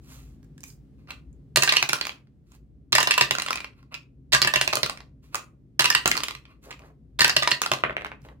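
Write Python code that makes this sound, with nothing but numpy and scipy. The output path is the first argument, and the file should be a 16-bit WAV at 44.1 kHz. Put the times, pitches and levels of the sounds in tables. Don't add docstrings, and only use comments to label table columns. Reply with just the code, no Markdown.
import sys
import numpy as np
from scipy import signal
from scipy.fft import rfft, irfft
from scipy.io import wavfile
from scipy.ndimage import uniform_filter1d

SR = 44100
rng = np.random.default_rng(int(sys.argv[2]) if len(sys.argv) > 2 else 0)


def volts_from_decibels(level):
    exponent = np.asarray(level, float) / 20
    return 10 ** exponent


def store_pcm(level_fs):
    pcm = np.round(np.clip(level_fs, -1, 1) * 32767).astype(np.int16)
    wavfile.write(sys.argv[1], SR, np.atleast_2d(pcm).T)


N = 370440

# pitch_hz, level_db (per Hz)
HUM_SPECTRUM = [(20, -34.5), (40, -23), (58, 8.5), (78, -17.5), (115, -8.5), (145, -3.5), (180, -17),
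                (215, -11), (238, -18.5), (260, -9), (290, -17), (450, -28), (900, -48), (16000, -69.5)]
# pitch_hz, likeness (0 to 1)
HUM_LIKENESS = [(30, .85), (150, .95), (400, .8), (1000, 0.18), (4000, .1)]
# time_s, rumble_db, hiss_db
SETTLING = [
    (0, 4, 11),
    (1.398, 4, 5.5),
    (2.2, -2, 2),
    (3.002, 1, -0.5),
    (8.4, 0.5, 2),
]
HUM_DB = -50
SWELL_DB, SWELL_SLOW_HZ, SWELL_FAST_HZ = 2.5, 0.41, 1.7

# start_s, strongest_s, end_s, level_db, hiss_above_it_db
RUBS = [(0, 0.118, 0.38, -50, 3.5), (0.61, 0.68, 0.78, -57.5, 14.5), (0.96, 0.99, 1.2, -73.5, -7),
        (1.065, 1.092, 1.22, -54.5, -15), (2.446, 2.554, 2.59, -59, 0.5), (3.709, 3.786, 3.92, -67.5, -11),
        (3.905, 3.924, 4, -51, -19.5), (5.21, 5.237, 5.44, -63, 0), (5.311, 5.353, 5.45, -44, -8),
        (6.608, 6.642, 6.82, -53.5, 1), (6.76, 6.863, 6.94, -62.5, -2), (6.443, 6.51, 6.59, -64, -16),
        (0.43, 0.447, 0.46, -61, 6), (8.189, 8.252, 8.36, -58.5, -3)]
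# pitch_hz, level_db
RUB_BODY = [(250, -11.5), (700, -1.5), (1800, -0.5), (4500, 2.0), (7000, -8.5)]
RUB_HISS = [(3500, -21.5), (6500, 1.5), (10000, -9), (15000, -3.5)]
RUB_START_DB, RUB_END_DB, RUB_GRAIN_DB = -24.5, -27.5, 2.5
DRAG_DB, DRAG_WIDTH_HZ = -6.5, 100

# pitch_hz, t60_s
ROOM_T60 = [(150, 0.72), (600, 0.28), (1800, 0.24), (5000, 0.19), (12000, 0.22)]
# pitch_hz, level_db
ROOM_LEVEL = [(150, 1), (1000, -8.5), (4000, -7), (12000, -10)]
# pitch_hz, likeness (0 to 1)
ROOM_LIKENESS = [(100, 0.85), (400, 0.68), (800, 0.12), (2000, 0.24)]
# delay_s, left_db, right_db
ECHOES = [
    (.0097, -19, -17),
    (0.014, -21.5, -21.5),
    (.027, -21, -22),
    (.034, -23, -22),
]

# pitch_hz, level_db, t60_s
TOWER_MODES = [(610, -7.5, 0.067), (997.7, 8, 0.13), (1190, 6.5, 0.082), (1600, -5.5, 0.1), (1763, 0, 0.1),
               (1830, -2, 0.11), (1942, 1, 0.15), (2290, -9, 0.15), (2320, -13, 0.09), (2660, 3, 0.11),
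               (2760, 2.5, 0.079), (2840, 4, 0.11), (3280, -9.5, 0.046), (3610, -1.5, 0.11),
               (4260, 0.5, 0.15), (5030, 0, 0.12), (5370, -6.5, 0.13)]
# pitch_hz, level_db, t60_s
TRAY_MODES = [(600, -6, .05), (1054, 0, .05), (1190, 0, .045), (1390, 0, .045), (2056, -2, .03),
              (2420, 0, .04), (2590, 0, .045), (2750, -3, .05), (4200, -3, .03)]
# pitch_hz, level_db, t60_s
TABLE_MODES = [(570, 0, .04), (1077, -3, .04), (1276, 0, .04), (1500, 0, .04), (2164, -2, .03)]
# start_s, peak_db, loudest_ring_hz, edge_db
TABLE_HITS = [(.4294, -47, 1660, -7), (0.5794, -35.5, 1690, -7), (0.606, -32, 2500, 3),
              (0.633, -32, 6400, -7), (0.6377, -21, 2370, -0.5), (0.702, -38.5, 4920, -6),
              (7.837, -1.5, 1590, -45), (7.863, -18, 1490, -52), (7.896, -17, 1500, -50),
              (7.907, -21, 1260, -48), (7.967, -10.5, 1580, -40), (7.981, -21.5, 1480, -55),
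              (8.01, -23, 1470, -33), (8.02, -23, 680, -34), (8.047, -15, 1660, -30),
              (8.059, -22, 1500, -42), (8.066, -21, 1100, -30), (7.850, -15.5, 1500, -57),
              (8.117, -22.5, 1520, -40), (8.124, -27.5, 2090, -53), (8.218, -43, 7440, 6),
              (8.25, -38, 595, -40), (8.287, -34, 1640, -31)]
# start_s, peak_db, loudest_ring_hz, edge_db
NUDGES = [(1.073, -46.5, 1170, -21), (1.088, -41.5, 1150, -29.5), (1.105, -23.5, 2750, -13.5),
          (1.108, -24.5, 3980, -22), (1.118, -35, 1410, -21), (1.328, -58, 6830, 4),
          (2.518, -42.5, 1132, -7), (3.828, -49, 1058, -20), (3.942, -19, 2570, -16.5),
          (5.345, -12, 1227, -9), (5.354, -12, 1197, -7.5), (5.392, -28, 1051, -17),
          (6.707, -27.5, 2040, -13.5), (6.712, -25, 1230, -17.5), (6.726, -29, 2410, -22),
          (6.741, -41, 2445, -26), (6.792, -40, 2400, -9), (6.819, -44.5, 746, -29)]
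# start_s, peak_db, loudest_ring_hz, edge_db
DROP_1 = [(1.559, -2, 3780, -9.5), (1.570, 0, 1045, -8), (1.622, -3.5, 2660, -12), (1.633, -4.5, 1830, -6),
          (1.675, -9, 1590, -22), (1.691, -1.5, 2520, -19.5), (1.722, -4, 2300, -13),
          (1.736, -11.5, 1940, -22.5), (1.762, -11, 2683, -17), (1.767, -0.5, 2890, -18.5),
          (1.788, -27.5, 2640, -5), (1.826, -3, 2530, -17), (1.89, -10.5, 4200, -5), (1.894, -7, 2490, -17),
          (1.931, -3, 1350, -11.5), (1.986, -25.5, 1380, -18), (2.011, -8.5, 4340, -19),
          (2.052, -16, 2540, -16), (2.068, -16.5, 2390, -14), (2.093, -16, 2320, -22.5),
          (2.118, -32.5, 1160, -18), (2.271, -55, 1380, -24)]
DROP_2 = [(2.922, -12, 4250, -7.5), (2.927, -5.5, 4040, -17.5), (2.951, -1, 1980, -7),
          (2.982, -1.5, 953, -20.5), (3.002, -6.5, 1870, -13.5), (3.028, -8, 1770, -12.5),
          (3.072, -6.5, 1025, -18), (3.108, 0.5, 2660, -16), (3.139, -10, 2790, -17),
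          (3.178, -4, 1030, -12), (3.21, -0.5, 2760, -17.5), (3.221, -11.5, 2760, -18),
          (3.309, -3.5, 2840, -12), (3.351, -12, 1400, -16), (3.384, -11, 1120, -16.5),
          (3.42, -12, 2770, -10), (3.462, -15.5, 1320, -18.5), (3.484, -15, 1120, -20),
          (3.506, -9, 1325, -17), (3.529, -13.5, 2450, -15), (3.556, -16.5, 2560, -13),
          (3.604, -20, 2360, -14), (3.644, -22, 2440, -22.5)]
DROP_3 = [(4.321, -12.5, 1820, -12.5), (4.332, 2.5, 4200, -13), (4.336, -9.5, 1710, -18),
          (4.347, 0, 1610, -15), (4.358, -19, 1880, -21), (4.417, -1, 4180, -11), (4.424, -4, 4700, -21.5),
          (4.447, -5, 1020, -20), (4.473, -7, 1740, -15.5), (4.537, -4.5, 1050, -18.5),
          (4.558, -2.5, 2760, -17), (4.612, -4.5, 2760, -10), (4.676, -3.5, 2630, -13.5),
          (4.728, -12.5, 4380, -23), (4.733, -6, 1255, -14.5), (4.754, -7, 4360, 1),
          (4.77, -11.5, 1130, -17.5), (4.831, -6.5, 4300, -24), (4.831, -8.5, 1280, -14),
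          (4.861, -12.5, 1190, -13.5), (4.896, -14, 1135, -14), (4.973, -28.5, 2090, -18),
          (5.004, -34, 1140, -24)]
DROP_4 = [(5.793, 1.5, 1740, -11.5), (5.797, -5, 4220, -25), (5.806, -6.5, 1190, -13),
          (5.842, -5.5, 2650, -15), (5.855, -4, 2660, -15), (5.901, -1.5, 5070, -10.5),
          (5.949, -0.5, 2800, -18.5), (6.057, -3.5, 1190, -17), (6.076, -3.5, 1420, -3),
          (6.114, -3.5, 2150, -15), (6.153, -18, 1270, -24), (6.168, -13.5, 4500, -11.5),
          (6.175, -10.5, 1340, -16), (6.204, -17.5, 1190, -18), (6.234, -10.5, 3070, -12),
          (6.239, -17, 3000, -13), (6.283, -15.5, 2140, -15.5), (6.308, -20.5, 2260, -15),
          (6.35, -24, 2300, -18.5), (6.453, -38.5, 2400, -26.5)]
DROP_5 = [(7.192, -8.5, 1830, -12), (7.206, 0, 4400, -13.5), (7.216, -1.5, 1770, -16),
          (7.244, -0.5, 1550, -16), (7.278, -9.5, 1035, -11.5), (7.295, -6, 1630, -15.5),
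          (7.364, -2, 2745, -14.5), (7.423, -9.5, 1203, -26), (7.474, -4, 1050, -21),
          (7.508, -14.5, 2930, -8), (7.514, -3, 2730, -15), (7.617, -7, 1480, -9),
          (7.661, -10.5, 1380, -16.5), (7.716, -4, 1200, -18), (7.735, -12.5, 1045, -18),
          (7.787, -41, 1330, -29)]
IN_TOWER_S = [.25, .34, .33, .2, .38]
# start_s, peak_db, loudest_ring_hz, edge_db
GLANCES = [(1.695, -9, 2750, -17.5), (1.574, -7.5, 4260, -21.5), (1.724, -12.5, 1016, -17.5),
           (2.928, -5.5, 1194, -17.5), (2.954, -4, 5100, -16.5), (2.960, -8, 2290, -20.5),
           (3.008, -10, 2840, -18), (3.117, -7.5, 2660, -20.5), (3.182, -4.5, 2720, -19),
           (3.232, -18.5, 2760, -24), (4.326, -7.5, 3680, -16), (4.340, -8, 1810, -17.5),
           (4.364, -10.5, 1500, -20.5), (4.478, -13.5, 2980, -22), (4.539, -18.5, 3875, -24),
           (5.820, -10.5, 1778, -12.5), (5.857, -8.5, 4260, -12), (5.903, -7.5, 1756, -21.5),
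           (7.189, -17, 3600, -14), (7.197, -11, 1870, -17), (7.292, -16, 1820, -18),
           (7.301, -11, 4800, -23), (7.366, -4, 4260, -17.5), (7.431, -10.5, 1960, -15.5),
           (7.517, -8, 4260, -34)]
# start_s, peak_db, loudest_ring_hz, edge_db
RATTLES = [(1.682, -12.5, 1810, -19.5), (1.755, -17, 2190, -18.5), (1.955, -18, 1100, -19.5),
           (3.398, -13.5, 4100, -14), (3.478, -23, 1070, -22), (3.573, -21, 2490, -24),
           (3.581, -23, 2400, -28), (3.949, -24, 2510, -19), (4.769, -11, 1160, -18),
           (5.85, -10.5, 2670, -19.5), (5.925, -14, 2630, -20), (7.632, -18.5, 1430, -19.5),
           (7.636, -15.5, 2640, -26), (7.786, -29, 1160, -21), (7.907, -39, 1260, -23)]
THUD_PER_OCTAVE_DB, THUD_PER_EDGE = -1.5, 0.22
LUMPY_DB = 2.5
PORT_LUMPY_DB, PORT_LAG_MS = 4., .035

# start_s, table_db, hollow_db
THUMPS = [(1.57, -26.5, -22.5), (1.624, -38.5, -34.5), (1.676, -42.5, -36.5), (1.722, -45, -31.5),
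          (1.765, -45, -33.5), (1.826, -39, -34), (1.892, -40, -37.5), (1.931, -40, -36.5),
          (2.927, -32.5, -39), (2.951, -40, -25), (2.982, -38.5, -30.5), (3.003, -40, -29.5),
          (3.028, -41.5, -35.5), (3.072, -44.5, -33.5), (3.178, -46.5, -28), (3.21, -30.5, -29),
          (3.309, -35, -39.5), (4.332, -30, -24.5), (4.347, -36.5, -26.5), (4.417, -33, -32),
          (4.447, -33, -35), (4.473, -37, -34), (4.537, -42, -28.5), (4.558, -32.5, -26.5),
          (4.612, -37.5, -33), (4.676, -37.5, -30), (4.733, -38, -27.5), (4.77, -39, -33),
          (4.831, -35.5, -29), (5.795, -33.5, -32.5), (5.842, -37.5, -39), (5.901, -48.5, -34),
          (5.949, -37.5, -37), (6.057, -36, -31), (6.076, -47, -39), (7.192, -37.5, -35),
          (7.206, -37.5, -34), (7.244, -36, -29.5), (7.295, -46, -31), (7.364, -32, -25.5),
          (7.423, -41, -30.5), (7.474, -50, -24), (7.515, -34, -34), (7.716, -31, -26.5),
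          (7.837, -38.5, -26), (7.896, -42, -30.5), (7.967, -48, -34)]
# pitch_hz, level_db, t60_s
HOLLOW_MODES = [(621, 0, 0.055), (653, -7.5, 0.022)]
# pitch_hz, level_db, t60_s
BOOM_MODES = [(133.6, 2.5, 0.18), (199, -1, 0.088), (367, 5, 0.076)]
# start_s, level_db
PALM = (8.224, -40.5)
HOLLOW_RISE_S, BOOM_RISE_S = 0.00082, 0.0035

# start_s, strongest_s, end_s, level_db
SCUFFS = [
    (6.62, 6.68, 6.72, -52.5),
    (6.774, 6.813, 6.92, -57),
    (8.239, 8.254, 8.285, -53),
    (8.28, 8.295, 8.34, -56),
]
# pitch_hz, level_db
SCUFF_SPECTRUM = [(200, -14.5), (400, -1.5), (600, 0), (800, -6), (1100, -3.5), (2500, -19), (4000, -39)]
SCUFF_GRAIN_DB = 3

# pitch_hz, level_db
SHADOW = [(300, 0), (700, 2), (1300, 0), (2500, -2), (6000, -4.5), (14000, -7)]
# pitch_hz, lag_ms
LEFT_LAG = [(1200, 0.2), (3300, 0.087), (8000, 0.094)]
EDGE_HZ, LOW_CUT_HZ = 16050, 53


def evened(x):
    return x / np.sqrt(np.mean(x ** 2) + 1e-20)


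def read(points, hz):
    f, value = np.transpose(points)
    return np.interp(np.log(hz + 1), np.log(f + 1), value)


def add(mix, s, sound):
    part = mix[round(s * SR):][:len(sound)]
    part += sound[:len(part)]


def colour(x, points, lag_s=0.):
    hz = np.fft.rfftfreq(x.shape[-1], 1 / SR)
    delay = np.exp(-2j * np.pi * hz * lag_s)
    return irfft(rfft(x) * volts_from_decibels(read(points, hz)) * delay, x.shape[-1])


def lumpy(x, width):
    return evened(uniform_filter1d(uniform_filter1d(x, width), width))


def grainy(depth_db, width):
    return volts_from_decibels(depth_db * evened(uniform_filter1d(rng.standard_normal(N), width)))


def stroke(s, level_db, start_db, end_db, fade_s):
    at = np.arange(round(s[0] * SR), min(round(s[-1] * SR), N))
    on = np.clip(np.minimum(at / SR - s[0], s[-1] - at / SR) / fade_s, 0, 1)
    return at, on * volts_from_decibels(level_db + np.interp(at / SR, s, [start_db, 0, end_db]))


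def hum():
    frames, hz = N // 1024 + 5, np.fft.rfftfreq(4096, 1 / SR)
    a, b, c, d, lumps = rng.standard_normal((frames, 2049, 5)).T
    lumps = evened(uniform_filter1d(uniform_filter1d(lumps, 6, 0), 6, 1))
    same = np.clip(read(HUM_LIKENESS, hz), -1, 1)[:, None]
    left = a + 1j * b
    z = np.array([left, same * left + np.sqrt(1 - same ** 2) * (c + 1j * d)])

    s, rumble_db, hiss_db = np.transpose(SETTLING)
    t = np.arange(frames) * 1024 / SR
    settle_db = np.where(hz[:, None] < 700, np.interp(t, s, rumble_db), np.interp(t, s, hiss_db))
    rates = np.geomspace(SWELL_SLOW_HZ, SWELL_FAST_HZ, 12)[:, None]
    swell = evened(np.sin(2 * np.pi * (rates * t + rng.random((12, 1)))).sum(0))
    settle_db += SWELL_DB * (hz[:, None] < 75) * swell
    lean_db = 1.3 * np.exp(-hz / 80)[:, None] * np.array([1, -1])[:, None, None]
    z *= volts_from_decibels(read(HUM_SPECTRUM, hz)[:, None] + 0.3 * lumps + settle_db + lean_db)
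    sound = signal.istft(z, nperseg=4096, noverlap=3072)[1]
    return volts_from_decibels(HUM_DB) * evened(sound[:, :N])


def rubs():
    out = np.zeros(N)
    noise = rng.standard_normal((2, N)) * grainy(RUB_GRAIN_DB, 60)
    body = evened(colour(noise[0], RUB_BODY))
    hiss = evened(colour(noise[1], RUB_HISS))
    hz = np.fft.rfftfreq(N, 1 / SR)
    peaks = sum(volts_from_decibels(db) / (1 + ((hz - f) / DRAG_WIDTH_HZ) ** 2) for f, db, _ in TRAY_MODES)
    drag = evened(irfft(rfft(noise[0]) * peaks, N))
    for *s, level_db, hiss_db in RUBS:
        at, press = stroke(s, level_db - 5.0, RUB_START_DB, RUB_END_DB, fade_s=0.022)
        out[at] += press * (body[at] + hiss[at] * volts_from_decibels(hiss_db) + drag[at] * volts_from_decibels(DRAG_DB - hiss_db))
    return out


def room(x):
    out, t = np.zeros((2, N)), np.arange(N) / SR
    for k in range(3):
        taps = np.zeros((2, SR // 2))
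        at = np.arange(130, SR // 2 - 16, 16) + rng.integers(0, 16, (2, (SR // 2 - 131) // 16))
        np.put_along_axis(taps, at, rng.choice([-1., 1.], at.shape), 1)
        hz, u, z = signal.stft(taps, SR, nperseg=256)
        same = np.clip(read(ROOM_LIKENESS, hz), 0, 1)[:, None]
        t60 = read(ROOM_T60, hz)[:, None]
        z[1] = same * z[0] + np.sqrt(1 - same ** 2) * z[1]
        decay = volts_from_decibels(-60 * u / t60 + read(ROOM_LEVEL, hz)[:, None]) / np.sqrt(t60)
        tail = signal.istft(z * decay, SR, nperseg=256)[1]
        tail *= 0.09 * volts_from_decibels([[.6], [-.6]])
        turn = np.sqrt(2 / 3) * np.cos(np.pi * (11.3 * t + k / 3))
        out += signal.oaconvolve((x * turn)[None], tail, axes=1)[:, :N]
    return out


def echoes(x):
    taps, t = np.zeros((2, SR // 20)), np.arange(88) / SR
    for s, *dbs in ECHOES:
        smears = rng.standard_normal((2, 88)) * np.exp(-t / .0006)
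        for port, db, smear in zip(taps, dbs, smears):
            add(port, s, volts_from_decibels(db) * smear / np.linalg.norm(smear))
    return signal.fftconvolve(x[None], taps, axes=1)[:, :N]


def knock(row, modes, chance, crack_s, ring_db, favour, knee_hz, own_db, tick):
    s, peak_db, ring_hz, thud_db, edge_db = row
    t, hz = np.arange(len(chance)) / SR, np.fft.rfftfreq(len(chance), 1 / SR)

    f, db, t60 = np.tile(np.transpose(modes), 2)[:, :, None]
    luck = chance[-2 * len(f):].reshape(2, -1, 1)
    f = f * (1 + .015 * luck[0])
    share = volts_from_decibels(db + 5 * luck[1] - favour * abs(np.log2(f / ring_hz)))
    body = (share / (np.log(1000) / t60 + 2j * np.pi * (hz - f)).astype(np.complex64)).sum(0)
    own = 1 / (np.log(1000) * ring_hz / 32 + 2j * np.pi * (hz - ring_hz))

    crack = chance * np.exp(-t / crack_s) * (1 - np.exp(-t / 0.0011))
    crack[8] += tick * np.linalg.norm(crack)
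    even = irfft(rfft(crack) / abs(rfft(crack)) ** .55)
    crack = evened(even * np.exp(-t / (3 * crack_s)))

    response = volts_from_decibels(LUMPY_DB * lumpy(chance[:len(hz)], len(hz) // 40))
    response = response + volts_from_decibels(ring_db) * body / np.sqrt(np.mean(abs(body) ** 2))
    response = response + volts_from_decibels(own_db) * own / abs(own).max()
    tilt = [(110, thud_db - 14.5), (250, thud_db), (700, thud_db + 4.5), (1500, 0), (knee_hz, 0),
            (knee_hz + 2430, edge_db + 10.5), (11500, edge_db + 1.0), (15000, edge_db - .8)]
    sound = colour(np.roll(irfft(rfft(crack) * response), 64), tilt)
    sound = sound * np.clip((t * SR - 52) / 20, 0, 1)

    beam = evened(uniform_filter1d(chance[len(hz) - 1::-1], len(hz) // 30))
    beam_db = (PORT_LUMPY_DB * beam - 2) * hz / (hz + 2000)
    lag = np.exp(-2j * np.pi * hz * PORT_LAG_MS / 1000 * chance[-1])
    left = irfft(rfft(sound) * volts_from_decibels(beam_db) * lag)
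    left *= np.clip((t * SR - 44) / 20, 0, 1)
    return s - 52 / SR, volts_from_decibels(peak_db) * np.array([left, sound]).T / abs(sound).max()


def knocks(rows, modes, size, thud_db, **body):
    out = np.zeros((N, 2))
    for (s, db, hz, edge_db), chance in zip(rows, rng.standard_normal((len(rows), size))):
        low_db = thud_db + THUD_PER_OCTAVE_DB * np.log2(hz / 2000) + THUD_PER_EDGE * edge_db
        add(out, *knock((s, db, hz, low_db, edge_db), modes, chance, **body))
    return out.T


def thumps(rows, modes, rise_s, axis):
    hz, db, t60 = np.transpose(modes)[:, :, None]
    t, rows, force = np.arange(SR // 5) / SR, np.array(rows), np.zeros(N)
    force[(rows[:, 0] * SR).astype(int)] = volts_from_decibels(rows[:, axis])
    ring = (volts_from_decibels(db - 60 * t / t60) * np.sin(2 * np.pi * hz * t)).sum(0)
    ring = ring * (1 - np.exp(-t / rise_s))
    return signal.oaconvolve(force, ring)[:N]


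def scuffs():
    noise = rng.standard_normal(N) * grainy(SCUFF_GRAIN_DB, 200)
    noise, out = evened(colour(noise, SCUFF_SPECTRUM)), np.zeros(N)
    for *s, level_db in SCUFFS:
        at, press = stroke(s, level_db, start_db=-16.5, end_db=-4.5, fade_s=.01)
        out[at] += press * noise[at]
    return out


def scene():
    drops = list(zip([DROP_1, DROP_2, DROP_3, DROP_4, DROP_5], IN_TOWER_S))
    baffles = [row for drop, s in drops for row in drop if row[0] < drop[0][0] + s]
    bounces = [row for drop, s in drops for row in drop if row[0] >= drop[0][0] + s]
    pen, roll = TABLE_HITS[:6], TABLE_HITS[6:]

    hits = knocks(pen, TABLE_MODES, size=4096, thud_db=-7.0, crack_s=0.0011, ring_db=-20.0,
                  favour=3.7, knee_hz=3420, own_db=15, tick=0.46)
    hits += knocks(NUDGES, TRAY_MODES, size=4096, thud_db=-6.0, crack_s=0.0017, ring_db=-8,
                   favour=4, knee_hz=4790, own_db=15, tick=.03)
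    hits += knocks(baffles, TOWER_MODES, size=8192, thud_db=-10.5, crack_s=0.0029, ring_db=-9.5,
                   favour=1.1, knee_hz=4800, own_db=11.5, tick=0.022)
    hits += knocks(GLANCES, TOWER_MODES, size=4096, thud_db=-11.5, crack_s=0.0023, ring_db=-12.0,
                   favour=2.5, knee_hz=4800, own_db=15.5, tick=0.076)
    hits += knocks(RATTLES, TRAY_MODES, size=2048, thud_db=-10.5, crack_s=0.0013, ring_db=-11,
                   favour=4, knee_hz=4500, own_db=12.5, tick=.08)
    hits += knocks(bounces, TRAY_MODES, size=4096, thud_db=-6.5, crack_s=0.0018, ring_db=-12.5,
                   favour=2.0, knee_hz=4520, own_db=9.0, tick=0.19)
    hits += knocks(roll, TABLE_MODES, size=4096, thud_db=0, crack_s=0.0012, ring_db=-22,
                   favour=1.6, knee_hz=2600, own_db=-15, tick=0.8)

    hollow = thumps(THUMPS, HOLLOW_MODES, HOLLOW_RISE_S, axis=2)
    near_left, near_right = hits + hollow + rubs() + scuffs()
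    far_left, far_right = echoes(near_right) + room(near_right)
    lag_s = read(LEFT_LAG, np.fft.rfftfreq(N, 1 / SR)) / 1000
    left = colour(near_left, SHADOW, lag_s) + colour(far_left, SHADOW)
    ports = volts_from_decibels(1.5) * np.array([left, near_right + far_right])
    boom = thumps(THUMPS, BOOM_MODES, BOOM_RISE_S, axis=1)
    palm = thumps([PALM], BOOM_MODES[:1], BOOM_RISE_S, axis=1)
    return ports + boom + palm + hum()


def roll_off(x):
    return signal.sosfilt(signal.butter(12, 16980, fs=SR, output="sos"), x)


def record(dry):
    low_cut = signal.butter(4, LOW_CUT_HZ, "high", fs=SR, output="sos")
    mix = np.tanh(signal.sosfilt(low_cut, dry))
    band_limit = signal.firwin(255, EDGE_HZ, window=("kaiser", 9), fs=SR)
    mix = signal.oaconvolve(mix, band_limit[None], "same")
    return roll_off(mix)


dry = scene()
out = record(dry)
store_pcm(out)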